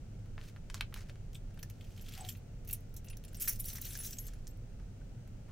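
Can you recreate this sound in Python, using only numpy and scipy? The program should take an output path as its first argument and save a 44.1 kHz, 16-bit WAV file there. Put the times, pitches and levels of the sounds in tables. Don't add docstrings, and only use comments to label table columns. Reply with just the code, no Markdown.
import sys
import numpy as np
from scipy import signal
from scipy.fft import rfft, irfft, next_fast_len
from scipy.io import wavfile
from scipy.ndimage import uniform_filter1d

SR = 44100
rng = np.random.default_rng(int(sys.argv[2]) if len(sys.argv) > 2 else 0)


def gain_from_db(level_db):
    decades = np.asarray(level_db, float) / 20
    return 10 ** decades


def unload_wav(signal):
    wavfile.write(
        sys.argv[1],
        SR,
        np.round(np.clip(np.atleast_2d(signal).T, -1, 1) * 32767).astype(np.int16),
    )


N = 243178
SPAN = 8192
PORTS = np.array([[1], [-1]])

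# (frequency [Hz], bandwidth [Hz], level [dB])
KEY_MODES = [(5680, 45, -5), (6350, 170, -10), (7440, 37, -10), (7590, 29, -11), (7770, 25, -11),
             (8540, 90, -16), (9260, 70, -15), (9470, 78, -14), (9790, 45, -15), (10400, 37, -5),
             (11100, 46, 0), (12400, 96, -1), (13200, 79, -6), (13700, 37, -5), (14400, 56, -3),
             (14600, 29, -5), (14900, 63, -3), (15200, 58, -1)]


def rms_one(x):
    return x / np.sqrt(np.mean(np.abs(x) ** 2) + 1e-20)


def at_hz(points, hz):
    points = np.array(points)
    return np.interp(np.log(hz), np.log(points[:, 0]), points[:, 1])


def gate(t, start, stop, rise, fall):
    release = 1 + np.exp(np.clip((t - stop) / fall, -50, 50))
    return np.clip((t - start) / rise, 0, 1) / release


def add(out, s, sound):
    at = round(s * SR)
    out[..., at:at + sound.shape[-1]] += sound


def resonance(grid_hz, hz, width_hz):
    damping = 1j * grid_hz * width_hz
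    return damping / (hz ** 2 - grid_hz ** 2 + damping)


def grains(shape, per_s, spread_db):
    sizes = gain_from_db(spread_db * np.minimum(rng.exponential(1, shape), 4)) * rng.choice([-1, 1], shape)
    return sizes * (rng.random(shape) < per_s / SR)


def scattered(clicks, hz, colour, count):
    spacing_hz = 1000
    dealt = rng.integers(0, count, clicks.shape)
    regions = np.exp(-(hz / spacing_hz - np.arange(count)[:, None]) ** 2)
    regions = regions / np.sqrt(np.sum(regions ** 2, axis=0) + 1e-20)
    spectrum = sum(rfft(clicks * (dealt == k)) * region for k, region in enumerate(regions))
    return irfft(colour * spectrum, len(clicks))


def ventilation(spectrum, db):
    # (frequency [Hz], correlation [1])
    likeness = [(60, 1), (230, 0.91), (550, 0.21), (1650, 0.37), (4970, -0.17), (15000, 0.019)]
    # (frequency [Hz], left minus right [dB])
    balance = [(25, -2.5), (60, -0.5), (240, 1), (950, 2), (3770, 0), (15000, 1.5)]
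    hz = np.fft.rfftfreq(N, 1 / SR) + 1
    mid, side = rfft(rng.standard_normal((2, N))) * gain_from_db(at_hz(spectrum, hz))
    alike = np.clip(at_hz(likeness, hz), -.99, .99)
    lean = at_hz(balance, hz) / 2
    pair = np.sqrt(1 + alike) * mid + np.sqrt(1 - alike) * side * PORTS
    return gain_from_db(db) * rms_one(irfft(pair * gain_from_db([lean, -lean]), N))


def background():
    # (frequency [Hz], density [dB per Hz])
    rumble = [(12, -37), (20, 1), (40, -2), (69, -14.5), (103, -4), (151, -14), (189, -16.5), (320, -27.5),
              (357, -27.5), (515, -29), (720, -35), (900, -39.5), (1170, -72), (1980, -120)]
    # (frequency [Hz], density [dB per Hz])
    hiss = [(530, -49), (900, -8.5), (1100, -8.5), (1410, -4), (1700, -8), (2860, -8.5), (3470, -12.5),
            (5350, -12), (6030, -10.5), (9200, -16.5), (10100, -22.5), (10900, -23.5), (16000, -22)]
    return ventilation(rumble, -45.5) + ventilation(hiss, -69.5)


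def room(x):
    t60_s, treble_t60_share, level_db, wall_cut_hz = 0.12, .6, -9.5, 8500
    size, t = next_fast_len(N + SPAN), np.arange(SPAN) / SR
    dull = 1 / (1 + (np.fft.rfftfreq(size, 1 / SR) / wall_cut_hz) ** 4)
    first_echo = gate(t, .003, 0.93, 0.006, 1)
    echoes = rng.standard_normal((2, SPAN)) * first_echo * gain_from_db(-60 * t / t60_s)
    echoes = echoes / np.linalg.norm(echoes[0])
    short = echoes * gain_from_db(-60 * t / t60_s * (1 / treble_t60_share - 1))
    tail = dull * rfft(echoes, size) + (1 - dull) * rfft(short, size)
    return gain_from_db(level_db) * irfft(tail * rfft(x, size), size)[:, :N]


def squeak():
    start_s, hold_s, level_db, swell_db_per_s = 2.174, 0.065, -60, 70
    start_hz, sag_hz_per_s = 815, 1300
    t = np.arange(N) / SR - start_s
    wobble, grip = rms_one(uniform_filter1d(rng.standard_normal((2, N)), size=200))
    hz = np.maximum(start_hz - sag_hz_per_s * np.maximum(t, 0), 0)
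    turns = np.cumsum(hz * (1 + .075 * wobble)) / SR
    on = gate(t, 0, hold_s, 0.0056, 0.016)
    level = level_db + swell_db_per_s * np.clip(t, 0, hold_s) + 4.4 * grip
    return on * gain_from_db(level) * np.sin(2 * np.pi * turns)


def bag_rubs():
    # (start [s], stop [s], level [dB], strongest [Hz], tilt [dB per octave])
    strokes = [(0.383, 0.452, -54, 1490, -1), (0.425, 0.508, -51, 2420, 1.5), (0.694, 0.73, -58, 2500, 4),
               (0.729, 0.8, -49, 3970, -2), (0.92, 0.957, -58, 1600, -7), (0.949, 1.028, -44.5, 1900, 0),
               (1.041, 1.094, -59, 2530, -1), (1.084, 1.097, -42.5, 4350, 0),
               (2.147, 2.212, -45, 1500, -6.5), (3.496, 3.502, -63, 1810, 9),
               (5.471, 5.518, -41.5, 1084, -7)]
    # (frequency [Hz], density [dB per Hz])
    foil = [(530, -40), (900, -11), (1700, -6), (3600, -9), (6200, -8), (7000, -12), (9500, -15),
            (16000, -19)]
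    out, t, hz = np.zeros(N + SPAN), np.arange(SPAN) / SR, np.fft.rfftfreq(SPAN, 1 / SR) + 1
    patches = gain_from_db(3 * rms_one(uniform_filter1d(rng.standard_normal((len(strokes), SPAN)), size=250)))
    slips = patches * grains((len(strokes), SPAN), 20000, spread_db=2.6)
    for (s, stop, db, top_hz, tilt_db), slip in zip(strokes, slips):
        colour = gain_from_db(at_hz(foil, hz) + tilt_db * np.log2(hz / 3000))
        colour = colour * (1 + 0.77 * abs(resonance(hz, top_hz, top_hz * 0.69)))
        stroke = rms_one(slip) * gate(t + s, s, stop, .015, .007)
        add(out, s, gain_from_db(db) * scattered(stroke, hz, rms_one(colour), count=17))
    return out[:N]


def contacts(rows, per_s, touch, widen, crack_db, mid_db, high_db, clack_db, clack_width, luck_db, ping):
    out, t, hz = np.zeros((2, N + SPAN)), np.arange(SPAN) / SR, np.fft.rfftfreq(SPAN, 1 / SR)
    modes = np.array([gain_from_db(0.094 * db) * resonance(hz, mode_hz, widen * width) for mode_hz, width, db in KEY_MODES])
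    rattle = grains((len(rows), SPAN), per_s, spread_db=3)
    luck = rng.standard_normal((len(rows), 3, len(KEY_MODES)))
    upper = resonance(hz, 12500, 8000) ** 2
    middle = resonance(hz, 5960, 7400) ** 4
    for k, (s, db, clack_hz, clack, bright, length) in enumerate(rows):
        u = t / max(length, .0003)
        push = rattle[k] * 8.5 * u * np.exp(-(2.87 * u) ** 0.67)
        push[0] = touch
        beam = np.exp(.5j * .95 * luck[k, 2] * PORTS)
        mix = gain_from_db(luck_db * luck[k, 0]) * np.sign(luck[k, 1])
        metal = rms_one(mix * beam @ modes) + gain_from_db(crack_db)
        hollow = 1 + ping * resonance(hz, clack_hz, 0.06 * clack_hz)
        thud = hollow * resonance(hz, clack_hz, clack_width * clack_hz) ** 2
        thud = thud / (1 + 1j * hz / (3 * clack_hz)) ** 2
        body = gain_from_db(clack + clack_db) * rms_one(thud)
        body = body + gain_from_db(mid_db) * rms_one(metal * middle)
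        body = body + gain_from_db(bright + high_db) * rms_one(metal * upper)
        add(out, s, gain_from_db(db) * irfft(rfft(push / np.linalg.norm(push)) * body))
    return out[:, :N]


def bag_snaps():
    # (time [s], peak [dB], clack [Hz], clack [dB re peak], bright [dB re peak])
    creases = [(0.193, -45, 1370, -31, -25), (0.259, -47, 1590, -19, -20), (0.3799, -54.5, 1450, 8.5, -25),
               (0.4135, -57, 2500, 4, -25), (0.563, -43, 1600, -10.5, -22), (0.7004, -23.5, 1950, -24, -32),
               (0.744, -14, 1370, -29.5, -25), (0.8094, -21, 2420, -9, -18.5), (0.926, -57, 1410, 4.5, -30),
               (0.9417, -35, 3030, -8, -5), (0.9628, -41, 1380, -8.5, -18), (1.0962, -35, 2050, -17.5, -70),
               (1.157, -42, 1550, -19, -37)]
    rows = [(*row, 5.5 / row[2]) for row in creases]
    return contacts(rows, 2100, touch=8.8, mid_db=-4.5, high_db=14.0, clack_db=21.5, clack_width=1.57,
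                    widen=9.0, crack_db=16, luck_db=2, ping=0)


def handling():
    # (time [s], rubbing level [dB])
    effort = [(1.25, -100), (1.9, -70), (2.2, -58), (2.32, -64.5), (2.4, -94), (3.2, -105), (3.33, -69.5),
              (3.45, -58.5), (3.57, -77), (3.63, -71), (3.68, -56.5), (3.77, -64), (3.805, -65),
              (3.84, -54.5), (4.06, -59), (4.15, -66), (4.3, -68), (4.4, -78.5), (4.7, -94)]
    # (frequency [Hz], density [dB per Hz])
    fob_colour = [(800, -28), (1400, -3), (2500, -1.5), (3200, 0.5), (4000, -3), (6200, -2), (9000, -9),
                  (16000, -12.5)]
    # (start [s], stop [s])
    hanging = [
        (2.24, 2.7),
        (3.38, 4.28),
    ]
    held_db, free_db = -15.5, 0.5
    t, hz = np.arange(N) / SR, np.fft.rfftfreq(N, 1 / SR) + 1
    shuffle_db = np.interp(t, *np.transpose(effort))
    free = sum(gate(t, s, stop, 0.045, 0.011) for s, stop in hanging)
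    chatter_db = shuffle_db + held_db + (free_db - held_db) * free
    clumps = gain_from_db(2.5 * rms_one(uniform_filter1d(rng.standard_normal(N), size=300)))
    shuffle = scattered(clumps * grains(N, 12000, spread_db=3), hz, gain_from_db(at_hz(fob_colour, hz)), count=17)
    taps = clumps * gain_from_db(chatter_db) * grains((2, N), 3000, spread_db=3)
    taps = taps + taps[0]
    dealt, chatter = rng.integers(0, len(KEY_MODES), N), 0
    for k, (mode_hz, width_hz, db) in enumerate(KEY_MODES):
        r = np.exp(-np.pi * 1.3 * width_hz / SR)
        poles = [1, -2 * r * np.cos(2 * np.pi * mode_hz / SR), r * r]
        gain = gain_from_db(0.5 * db + 31.0) * (1 - r * r)
        chatter = chatter + signal.lfilter([gain, 0], poles, taps * (dealt == k) + 1e-18)
    fizz = gain_from_db(-11) * signal.sosfilt(signal.butter(2, 7000, "high", fs=SR, output="sos"), taps)
    on = gate(t, effort[0][0], effort[-1][0], 0.039, .02)
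    return (gain_from_db(shuffle_db) * rms_one(shuffle) + chatter + fizz) * on


def free_rings():
    # (start [s], stop [s], frequency [Hz], level [dB])
    rings = [(1.098, 1.136, 574, -59), (1.348, 1.373, 3540, -58), (1.588, 1.614, 12400, -61),
             (2.132, 2.16, 12600, -57.5), (2.206, 2.223, 8000, -51), (2.278, 2.33, 13540, -69),
             (2.287, 2.323, 11800, -55), (3.104, 3.145, 10400, -65), (3.35, 3.379, 5650, -62),
             (3.37, 3.398, 8550, -55), (3.371, 3.4, 7550, -60), (3.415, 3.467, 13300, -45),
             (3.417, 3.5, 7840, -51), (3.484, 3.51, 5740, -42.5), (3.646, 3.74, 7660, -55),
             (3.65, 3.72, 13300, -59), (3.653, 3.7, 5690, -55.5), (3.669, 3.71, 10340, -50),
             (3.732, 3.785, 12600, -53), (3.877, 3.94, 13540, -58), (3.879, 3.94, 10450, -56),
             (3.986, 4.074, 10470, -48), (4.052, 4.15, 5760, -61), (4.127, 4.197, 13700, -62),
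             (4.117, 4.27, 7700, -62), (4.118, 4.184, 11745, -65), (4.19, 4.285, 11750, -50.5),
             (4.196, 4.229, 10450, -60), (4.483, 4.52, 13300, -66)]
    out, t = np.zeros((2, N + SPAN)), np.arange(SPAN) / SR
    swing = uniform_filter1d(rng.standard_normal((len(rings), 2, SPAN)), size=700) * np.sqrt(700)
    for (s, stop, hz, db), (flutter, turn) in zip(rings, swing):
        t60 = .1 + .03 * hz / 1000
        shape = gate(t + s, s, stop, .003, .004) * gain_from_db(db - 60 * t / t60 + 3 * flutter)
        phase = 2 * np.pi * hz * t + 0.5 * turn + 0.14 * turn[0] * PORTS
        add(out, s, np.sqrt(2) * shape * np.sin(phase))
    return out[:, :N]


def pings(rows, t60):
    rise_s, level_db, phase_spread = 0.00074, 6, 0.45
    out, t = np.zeros((2, N + SPAN)), np.arange(SPAN) / SR
    for (s, hz, db), turn in zip(rows, rng.standard_normal(len(rows))):
        shape = (1 - np.exp(-t / rise_s)) * gain_from_db(db + level_db - 60 * t / t60)
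        phase = 2 * np.pi * hz * t + phase_spread * turn * PORTS
        add(out, s - rise_s, shape * np.sin(phase))
    return out[:, :N]


def damped_modes():
    # (time [s], frequency [Hz], level [dB])
    early = [(1.629, 6330.0, -60), (1.631, 5650, -45.5), (1.6298, 15420.0, -49), (1.6299, 10210.0, -51),
             (1.63, 1870, -57), (2.0141, 12530.0, -53), (2.698, 2750, -61), (2.175, 4870.0, -54),
             (2.1837, 12190.0, -53), (2.2077, 10470.0, -56), (2.2083, 6500, -57), (2.288, 3190.0, -41.5),
             (2.2886, 14990.0, -52.0), (2.295, 4440.0, -50), (2.6902, 14900.0, -39), (2.6903, 11200.0, -55),
             (2.71, 8010.0, -50), (2.7113, 12450.0, -40), (2.7328, 10470, -38), (2.738, 2730, -58),
             (2.7281, 14600, -49), (2.729, 15760.0, -51), (2.73, 7580.0, -43.5), (2.7312, 12500, -35),
             (2.7328, 13200, -31), (2.7362, 7970, -42), (3.073, 2800, -65), (3.1724, 15720.0, -57.0),
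             (3.2508, 10500, -52), (3.3525, 12360.0, -48.5), (3.4001, 11070.0, -47.5),
             (3.402, 8530.0, -51.5), (3.405, 7580.0, -51.5), (3.4134, 15250.0, -33), (3.414, 6420.0, -52.5),
             (3.4196, 14470.0, -37.5), (3.4215, 11070.0, -32.5), (3.4249, 8570.0, -51),
             (3.4273, 11760.0, -34.5), (3.4447, 15200.0, -43.5), (3.4574, 14560.0, -39.5),
             (3.476, 2670.0, -46.5), (3.4822, 9600, -51.5), (3.4822, 10160.0, -41), (3.4928, 15160.0, -29),
             (3.496, 8440.0, -50.0), (3.4967, 7450.0, -39), (3.5278, 11110.0, -45), (3.5311, 14690.0, -42),
             (3.532, 6600, -48), (3.5583, 14900.0, -50), (3.5589, 10770.0, -48.5), (3.5998, 12000, -34.5),
             (3.6002, 15590.0, -52.5), (3.603, 6800, -52), (3.6058, 14600.0, -54), (3.606, 13180.0, -42),
             (3.6066, 10460, -36), (3.6525, 13500, -43), (3.109, 2700, -52)]
    late = [(3.6565, 14690.0, -53), (3.6573, 12300, -41), (3.9748, 14000, -48), (3.6897, 14990.0, -48.0),
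            (3.69, 7580.0, -51.0), (3.736, 7750.0, -57), (3.7443, 10340.0, -51), (3.753, 12490.0, -49),
            (3.756, 6330.0, -55), (3.7588, 15330.0, -52.0), (3.77, 8790.0, -57), (3.7719, 5700, -46),
            (3.8151, 14770.0, -38), (3.8154, 10300, -46), (3.815, 6840, -55), (3.816, 8500, -55.0),
            (3.8178, 6800, -50), (3.8182, 13700.0, -48.0), (3.8531, 12100, -41), (3.86, 4360, -48),
            (3.865, 7800.0, -59), (3.866, 14470.0, -48.0), (3.8662, 10500, -52), (3.881, 6400, -55.0),
            (3.8885, 11710.0, -56.0), (3.8904, 15200.0, -56.0), (3.8917, 12360.0, -50), (3.905, 7640, -49),
            (3.9086, 12270.0, -54.0), (3.921, 8600, -54), (3.93, 10160.0, -49), (3.954, 1670, -43),
            (3.974, 6290.0, -54), (3.99, 7600, -51), (3.9752, 12300, -49), (4.008, 6460.0, -55),
            (4.0349, 6360, -46), (4.0388, 13740.0, -49.0), (4.0434, 15420.0, -49.0),
            (4.0461, 12100.0, -48.0), (4.0487, 13220.0, -51.0), (4.059, 5120.0, -62), (4.0641, 11100, -42),
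            (4.0679, 6440, -46), (4.068, 12880.0, -49.0), (4.068, 14810.0, -48.0), (4.073, 5710, -50),
            (4.074, 5670, -49), (4.108, 5700, -53.0), (4.1089, 15030.0, -44), (4.1307, 15160.0, -55.0),
            (4.13, 5900, -42.5), (4.185, 7690, -45), (4.185, 8500, -48), (4.1866, 6580, -38),
            (4.1875, 15680.0, -50), (4.2683, 13370, -49), (4.282, 6360, -52), (4.51, 7620.0, -59)]
    # (time [s], frequency [Hz], level [dB])
    lingering = [(1.63, 12360.0, -58.0), (2.2891, 13400, -46), (2.291, 10470.0, -52),
                 (2.326, 14940.0, -67.0), (3.1008, 10420.0, -56), (3.4035, 10050, -49), (3.42, 6700, -51),
                 (3.4842, 12450.0, -37.5), (3.4853, 11050, -33), (3.4922, 6340, -42.5),
                 (3.6736, 13400, -54), (3.7023, 9000, -64), (3.7322, 12060.0, -46.5),
                 (3.7359, 15160.0, -61), (4.0606, 15680.0, -48), (4.3356, 10470.0, -65)]
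    return pings(early + late, t60=.024) + pings(lingering, t60=.065)


def key_clashes():
    # (time [s], peak [dB], clack [Hz], bright metal [dB re peak], rattle length [s])
    falls = [(1.342, -43.5, 3440, -16, 0.0095), (2.286, -41, 3040, -23, 0.0093),
             (2.673, -41, 2450, -16.5, 0.028), (2.727, -36, 2860, -3, 0.0059),
             (2.964, -42.5, 4160, -54, 0.0054), (3.401, -31, 3040, -8.5, 0.015),
             (3.42, -34.5, 2600, -4, 0.0071), (3.448, -37, 4200, -11, 0.02),
             (3.475, -26.5, 2000, -4, 0.013), (3.506, -38.5, 2670, -15, 0.019),
             (3.593, -36, 3800, -6, 0.0097), (3.681, -34.5, 4500, -13, 0.015),
             (3.75, -37, 1690, -13, 0.012), (3.81, -45, 4360, -53, 0.0098),
             (4.033, -32, 4100, -12.5, 0.019), (4.067, -36, 4360, -21, 0.0069)]
    rows = [(s, db, hz, -58 + 0.73 * (db + 35) - db, *rest) for s, db, hz, *rest in falls]
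    return contacts(rows, 4000, touch=0.1, mid_db=15.0, high_db=28.0, clack_db=29.5, clack_width=1.0,
                    widen=3.0, luck_db=3, crack_db=-2, ping=.6)


def key_ticks():
    # (time [s], peak [dB], clack [dB re peak], bright metal [dB re peak])
    on_fingers = [(1.5067, -51, -9.5, -37), (1.575, -44.5, -9, -18), (2.249, -60, -16, -2),
                  (2.942, -41, -30, -3), (3.1705, -30.5, -35, -10), (3.3311, -53, -11, 6),
                  (3.59, -39, -46, -3), (4.572, -53, -27.5, -4), (4.7983, -49.5, -9, -20),
                  (5.013, -57.5, -4, -19), (5.276, -47.5, -14, -9.5), (5.487, -56, -16, -11)]
    on_fob = [(1.629, -25.5, -22.5, -11.5), (2.649, -40, -36, -10), (3.4762, -18.5, -19, -12),
              (3.7312, -30, -24, -5), (3.755, -30, -25, -5), (3.783, -35.5, -10.5, -3),
              (3.9525, -21.5, -29, -21), (3.4838, -27.5, -18.5, -24), (4.003, -39, -13, -24),
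              (4.2845, -32.5, -24.5, -27.5), (4.335, -37.5, -20, -14.5), (4.4705, -28.5, -33.5, -29)]
    on_tag = [(1.543, -54, -11, -3), (1.6988, -32.5, -21.5, -9.5), (2.1776, -29, -20, -15),
              (2.206, -50, -20, -6), (2.351, -50, -2, -16), (2.6746, -36, -26, -2), (2.698, -41, -5.5, 3),
              (2.73, -42, -25, 5), (3.0453, -40, -20, -6), (3.0605, -48, -20, 1), (3.072, -49, -6, -13),
              (3.0836, -32, -26, -37), (3.0996, -31.5, -22.5, -11), (3.1286, -65, 14, -10),
              (3.248, -35.5, -19.5, -10), (3.2807, -34.5, -24, -15), (3.346, -27.5, -28, -12),
              (3.42, -36, -18, 7.5), (4.1305, -25, -24.5, -15)]
    on_bows = [(1.3316, -39, -20, -12), (1.3533, -44, -2, -33), (1.592, -46, -4.5, -3),
               (1.81, -42, -8, -14), (1.8435, -48.5, -8.5, -7), (1.9775, -40.5, -12, -10),
               (1.996, -56.5, 1, -13), (2.011, -36, -24, -15), (2.022, -63, -22, 19), (2.063, -47, -7, -9),
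               (2.0846, -33.5, -13, -9.5), (2.13, -46, -9, -17), (2.137, -29.5, -15.5, -25),
               (2.2493, -32, -10, -13), (2.2885, -20.5, -22, -14), (2.3015, -38, -10, -25),
               (3.2386, -38, -16, -10), (3.368, -49, -21, 9), (3.399, -31, -35, -2), (3.415, -39, -26, -11),
               (3.5995, -30, -22, -2), (3.9745, -34, -22, 2), (4.1862, -23.5, -27, -15)]
    on_blades = [(2.1505, -37, -11, -26), (2.37, -50.5, -10, 1.5), (2.7096, -35, -14, 3),
                 (2.964, -37.5, -27, 0.5), (2.9704, -48, -40, 7), (3.5571, -29.5, -35, -10.5),
                 (3.643, -34, -13, 1), (3.656, -25.5, -32, -2.5), (3.6815, -30.5, -23, 1.5),
                 (3.8145, -36.5, -28, 5.5), (3.8515, -37, -19, 3), (4.037, -33, -37, 1),
                 (4.063, -30, -30, -4.5), (4.107, -26, -34, -10.5), (4.268, -27, -23, -10)]
    on_tips = [(2.0012, -53, -14, -18), (2.0785, -47, -12, -26), (2.0955, -44, -22, -4),
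               (2.2425, -48, -7, -30), (2.806, -54, -30, 0), (4.4775, -40.5, -31, -2),
               (3.4523, -28, -24, -20), (3.5332, -30, -30, -19), (3.7012, -33.5, -11, -25),
               (3.7058, -37, -14, -28), (3.7743, -38, -15, -25), (3.8247, -37, -10, -25),
               (3.849, -39, -10, -22), (3.8625, -35, -13, -19.5), (3.9075, -33, -18, -19),
               (3.94, -31, -30, -15), (4.0484, -30, -16, -20), (4.0748, -33.5, -19, -22)]
    # (contacts, clack [Hz], rattle length [s])
    parts = [(on_fingers, 1530, .0019), (on_fob, 1770, .0025), (on_tag, 2700, .0035),
             (on_bows, 3180, .0022), (on_blades, 4350, .004), (on_tips, 4000, .0015)]
    rows = sorted((s, db, hz, clack, bright, length)
                  for struck, hz, length in parts for s, db, clack, bright in struck)
    return contacts(rows, 1500, touch=2.6, mid_db=1.0, high_db=11.5, clack_db=18.0, clack_width=0.98,
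                    widen=6.0, luck_db=3, crack_db=3, ping=1.4)


def scene():
    air = background()
    impacts = bag_snaps() + key_ticks() + key_clashes()
    voices = free_rings() + damped_modes()
    near = impacts + voices + bag_rubs() + handling()
    far = squeak()
    into_room = (near - .6 * voices).mean(axis=0) + gain_from_db(14.5) * far
    return near + gain_from_db([[5.5], [2.5]]) * far + room(into_room) + air


def low_pass(x):
    return signal.sosfilt(signal.butter(12, 16970, fs=SR, output="sos"), x)


def record(dry):
    hz = np.fft.rfftfreq(N, 1 / SR)
    shelf = gain_from_db(-42 * np.clip((hz - 15900) / 150, 0, 1))
    mix = irfft(rfft(dry) * shelf, N)
    return low_pass(mix)


dry = scene()
out = record(dry)
unload_wav(out)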